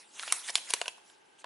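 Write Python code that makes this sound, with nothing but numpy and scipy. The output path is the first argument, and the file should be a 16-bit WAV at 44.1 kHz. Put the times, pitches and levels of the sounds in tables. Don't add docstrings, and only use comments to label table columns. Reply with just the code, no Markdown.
import sys
import numpy as np
from scipy import signal
from scipy.fft import rfft, irfft, next_fast_len
from scipy.io import wavfile
from scipy.ndimage import uniform_filter1d

SR = 44100
rng = np.random.default_rng(int(sys.argv[2]) if len(sys.argv) > 2 else 0)


def volts_from_db(level):
    exponent = np.asarray(level, float) / 20
    return 10 ** exponent


def output_pcm(signal):
    pcm = np.clip(np.atleast_2d(signal).T, -1, 1) * 32767
    wavfile.write(sys.argv[1], SR, np.round(pcm).astype(np.int16))


N = 63945


def unit(x):
    return x / np.sqrt(np.mean(x ** 2) + 1e-20)


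def along(points, hz):
    f, value = np.transpose(points)
    return np.interp(np.log(hz + 1), np.log(f + 1), value)


def filtered(x, response):
    size = next_fast_len(x.shape[-1] + 8192)
    spectrum = rfft(x, size) * response(np.fft.rfftfreq(size, 1 / SR))
    return irfft(spectrum, size)[..., :x.shape[-1]]


def patchy(x, depth_db):
    z = signal.stft(x, nperseg=256)[2]
    field = rng.standard_normal(z.shape[-2:])
    field = uniform_filter1d(field, size=6, axis=0)
    field = uniform_filter1d(field, size=10, axis=1)
    return signal.istft(z * volts_from_db(depth_db * unit(field)), nperseg=256)[1][..., :N]


# f/Hz, level/dB per Hz
AIR_SPECTRUM = [(60, -29.5), (150, -21), (330, -11), (900, -9), (1330, -11), (3000, -15), (6000, -26),
                (11500, -35)]
# f/Hz, width/Hz, level/dB
AIR_RESONANCES = [(350, 210, 6), (850, 83, 9.5), (1580, 67, 9), (2920, 400, 3)]
# f/Hz, likeness (-1 to 1)
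AIR_LIKENESS = [(60, 0.88), (170, 1), (490, -0.2), (1420, -0.03), (4070, 0.53), (11700, -1)]
AIR_DB = -65.5


def air():
    def shape(f):
        angle = np.arccos(np.clip(along(AIR_LIKENESS, f), -1, 1)) / 2
        peaks_db = sum(db * np.exp(-((f - hz) / width) ** 2) for hz, width, db in AIR_RESONANCES)
        return volts_from_db(along(AIR_SPECTRUM, f) + peaks_db) * [np.cos(angle), np.sin(angle)]

    mid, side = filtered(rng.standard_normal((2, N)), shape)
    return volts_from_db(AIR_DB + 2.5) * unit(np.array([mid + side, mid - side]))


# t/s, level/dB
SLIDE_LEVEL = [ (0, -53), (.07, -66), (.13, -61), (.2, -43.5), (.3, -43), (.35, -38.5), (.42, -49.5),
               (.474, -43.5), (.505, -37), (.515, -52), (.58, -42), (.64, -52.5), (.7, -43), (.78, -48.5),
               (.9, -57.5), (1.0, -71.5), (1.1, -60.5), (1.2, -73)]
# start t/s, end t/s, rise t/s, level/dB
LAST_TOUCH = (1.378, 1.432, .012, -65)
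# f/Hz, level/dB per Hz
RUB_SPECTRUM = [(120, -47.5), (200, -20), (984, -2.5), (1130, -3.5), (2770, 0.5), (6680, -1), (10200, -0.5),
                (10900, 1), (11500, -10), (15000, -47.5), (22000, -120)]
GRAINS_PER_S, GRAIN_SPREAD_DB, GRAIN_DB = 5100, 1.5, -4.5
RUB_PATCHY_DB, RUB_SIDE_DB = 3.63, -13


def rubbing():
    t = np.arange(N) / SR
    luck = rng.random((3, N))
    caught = luck[0] < GRAINS_PER_S / SR
    strength = volts_from_db(-GRAIN_SPREAD_DB * np.log(1 - luck[1]))
    clicks = caught * strength * np.sign(luck[2] - .5)
    hiss = rng.standard_normal((2, N))
    rough = np.array([hiss[0] + volts_from_db(GRAIN_DB) * unit(clicks), volts_from_db(RUB_SIDE_DB) * hiss[1]])
    colored = filtered(rough, lambda f: volts_from_db(along(RUB_SPECTRUM, f)))
    mid, side = patchy(colored, RUB_PATCHY_DB)
    start, end, rise, touch_db = LAST_TOUCH
    touch = volts_from_db(touch_db) * np.clip(np.minimum(t - start, end - t) / rise, 0, 1)
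    gain = volts_from_db(np.interp(t, *np.transpose(SLIDE_LEVEL))) + touch
    return unit(np.array([mid + side, mid - side])) * gain


# t/s, crack level/dB, flex level/dB, break time t/s
SNAPS = [
    (0.1954, -40, -46, 0.0039),
    (0.3234, -13, -29, .006),
    (0.5547, -6.5, -39, 0.0031),
    (.7045, -18.5, -36, 0.0073),
    (.7070, -25, -27.5, .006),
    (.7366, -10.5, -27, .005),
    (.8146, -34.5, -28, 0.0041),
    (.8800, -27, -28, .0045),
    (1.4428, -53.5, -28.5, 0.0069),
]
# t/s, crack level/dB, facet f/Hz, facet level/dB, flex level/dB
TICKS = [(.2270, -27.5, 9500, -46, -45.5), (.2330, -39, 1450, -26.5, -48), (.2772, -46, 718, -30, -34),
         (.2785, -30.5, 2800, -31.5, -37.5), (0.3226, -47, 1280, -29, -25),
         (0.4798, -32.5, 1880, -32.5, -52), (0.4819, -31.5, 4930, -34, -55), (0.4863, -39, 1960, -28, -50),
         (.4880, -39.5, 3300, -30.5, -50), (0.4941, -34, 1900, -26, -40), (.4965, -41, 3400, -28.5, -35),
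         (.5020, -36.5, 5500, -26, -48), (.5760, -34.5, 6500, -30.5, -41), (0.5806, -40, 2940, -28, -45),
         (0.699, -36, 5000, -32.5, -40), (.7640, -38, 2650, -38, -41), (.8405, -51, 3450, -41, -37),
         (0.8575, -40, 2660, -31, -37), (.8690, -45, 7900, -44, -39), (.9815, -52, 780, -47, -53),
         (1.0996, -51, 3050, -46, -48), (0.4771, -33.5, 7600, -35.5, -52), (.8610, -40, 4400, -38, -34),
         (0.5062, -33.5, 8800, -33.5, -58.5)]
# t/s, f/Hz, level/dB, sharpness Q
FACETS = [(.195, 3200, -23, 3.9), (.195, 4200, -33, 3.5), (.195, 1500, -33, 3.5),
          (.323, 8800, -12, 7), (.323, 5650, -17.5, 24), (.323, 2030, -20.5, 5),
          (.323, 10820, -11, 12), (.323, 1300, -24, 4), (.323, 3100, -18.5, 3),
          (.555, 7140, -20.5, 4), (.555, 3500, -5.5, 2.17), (.555, 9800, -16, 5),
          (.555, 350, -39, 3),
          (.7045, 9900, -18.5, 5), (.707, 3830, -27, 5), (.737, 6120, -14, 6), (.737, 2640, -17, 5),
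                  (.737, 10100, -14.5, 6), (.737, 460, -24.5, 3), (.737, 1030, -26.5, 5),
                  (.737, 3800, -18, 4), (.815, 7500, -22, 4), (.815, 430, -33, 5.6), (.815, 1090, -24.5, 4),
                  (.815, 4400, -22.5, 4), (.815, 2760, -21, 8), (.88, 5900, -25.5, 6), (.88, 10200, -27, 6),
                  (.88, 2700, -17.5, 8), (.88, 700, -31.5, 2.5), (1.443, 1440, -43, 5),
                  (1.443, 850, -37, 3), (1.443, 2930, -36.5, 3)]
SILENT_DB = -120
TICK_Q, TICK_BREAK_S = 5.2, 0.0061


def breaks():
    bursts = [(*tick, TICK_Q, TICK_BREAK_S) for tick in TICKS]
    for s, crack_db, flex_db, life in SNAPS:
        bursts.append((s, crack_db, 1000, SILENT_DB, flex_db, 1, life))
    for s, hz, db, q in FACETS:
        snap = min(SNAPS, key=lambda row: abs(row[0] - s))
        bursts.append((snap[0], SILENT_DB, hz, db, SILENT_DB, q, snap[3]))
    return np.transpose(bursts)[:, :, None]


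# f/Hz, level/dB, t60/s
FLEX_MODES = [(700, -3, 0.027), (1014, -0.5, 0.026), (1500, -6, 0.021)]
# f/Hz, level/dB
CRACK_SPECTRUM = [(300, -41), (1000, -31), (2500, 1.5), (5000, -5.5), (11000, 1.5)]
FLEX_SCATTER_DB, FLEX_DETUNE = 4.5, 0.033
RISE_S, SHIVER_T60_S = 0.000138, 0.044
CRACK_SHIVER_DB, FACET_SHIVER_DB = -11, -7
FACET_KICK = 8.07
STAGGER = .1
LOW_CUT_HZ, PUSH_DB = 395, -23.5


def creases():
    s, crack_db, facet_hz, facet_db, flex_db, sharpness, life = breaks()
    t, f = np.arange(4096) / SR, np.fft.rfftfreq(4096, 1 / SR)
    noise = rng.standard_normal((len(s), 2, len(t)))
    luck = rng.standard_normal((len(s), 2, len(FLEX_MODES)))

    def fall(shiver_db):
        rise = 1 - np.exp(-t / RISE_S)
        return rise * (volts_from_db(-60 * (t / life) ** 2) + volts_from_db(shiver_db - 60 * t / SHIVER_T60_S))

    def low_cut(hz):
        high_pass = -hz ** 2 / (LOW_CUT_HZ ** 2 - hz ** 2 + 1.4j * hz * LOW_CUT_HZ)
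        return high_pass ** 2 + volts_from_db(PUSH_DB)

    colored = irfft(rfft(noise[:, 0]) * volts_from_db(along(CRACK_SPECTRUM, f)))
    crack = unit(colored) / 2 * fall(CRACK_SHIVER_DB)

    tearing = noise[:, 1] * fall(FACET_SHIVER_DB) + FACET_KICK * (t == 0)
    width = facet_hz / sharpness
    resonance = 1j * f * width / (facet_hz ** 2 - f ** 2 + 1j * f * width)
    facet = irfft(rfft(tearing) * resonance)
    facet = facet / np.abs(facet).max(axis=1, keepdims=True)

    flex = 0
    for k, (hz, db, t60) in enumerate(FLEX_MODES):
        decay = volts_from_db(db + FLEX_SCATTER_DB * luck[:, 0, [k]] - 60 * t / t60)
        detuned_hz = hz * (1 + FLEX_DETUNE * luck[:, 1, [k]])
        flex = flex + decay * np.sin(2 * np.pi * detuned_hz * t)

    bursts = volts_from_db(crack_db) * crack + volts_from_db(facet_db) * facet + volts_from_db(flex_db) * flex / 2
    is_snap_facet = crack_db == SILENT_DB
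    late = STAGGER * life * is_snap_facet * np.abs(luck[:, 0, [0]])
    at = np.round((s + late) * SR).astype(int) + np.arange(len(t))
    out = np.bincount(at.ravel(), bursts.ravel(), N)[:N]
    return filtered(out, low_cut)


# f/Hz, t60/s
ROOM_T60 = [(300, 0.68), (2000, 0.56), (10000, 0.6)]
ROOM_DB, ROOM_GAP_S = -15.5, .006


def room(x):
    hz, t, z = signal.stft(rng.standard_normal((2, SR // 2)), SR, nperseg=256)
    decay = volts_from_db(-60 * t / along(ROOM_T60, hz)[:, None])
    tail = signal.istft(z * decay, SR, nperseg=256)[1]
    late = np.pad(x, (round(ROOM_GAP_S * SR), 0))[None]
    return signal.fftconvolve(late, tail / np.linalg.norm(tail[0]), axes=1)[:, :N]


LEAN_DB = -.35


def scene():
    hush, rub, snap = air(), rubbing(), creases()
    direct = (snap + rub) * volts_from_db([[LEAN_DB], [-LEAN_DB]])
    return direct + volts_from_db(ROOM_DB) * room(snap) + hush


def top_cut(x):
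    return signal.sosfilt(signal.butter(12, 12290, fs=SR, output="sos"), x)


TOP_HZ, TOP_EDGE_HZ, TOP_STEP_DB, TOP_FALL_DB_PER_KHZ = 10965, 390, -28.5, -6


def record(dry):
    def top(f):
        step_db = TOP_STEP_DB * np.clip((f - TOP_HZ) / TOP_EDGE_HZ, 0, 1)
        fall_db = TOP_FALL_DB_PER_KHZ * np.clip(f - TOP_HZ, 0, None) / 1000
        return volts_from_db(step_db + fall_db)

    return top_cut(filtered(dry, top))


dry = scene()
out = record(dry)
output_pcm(out)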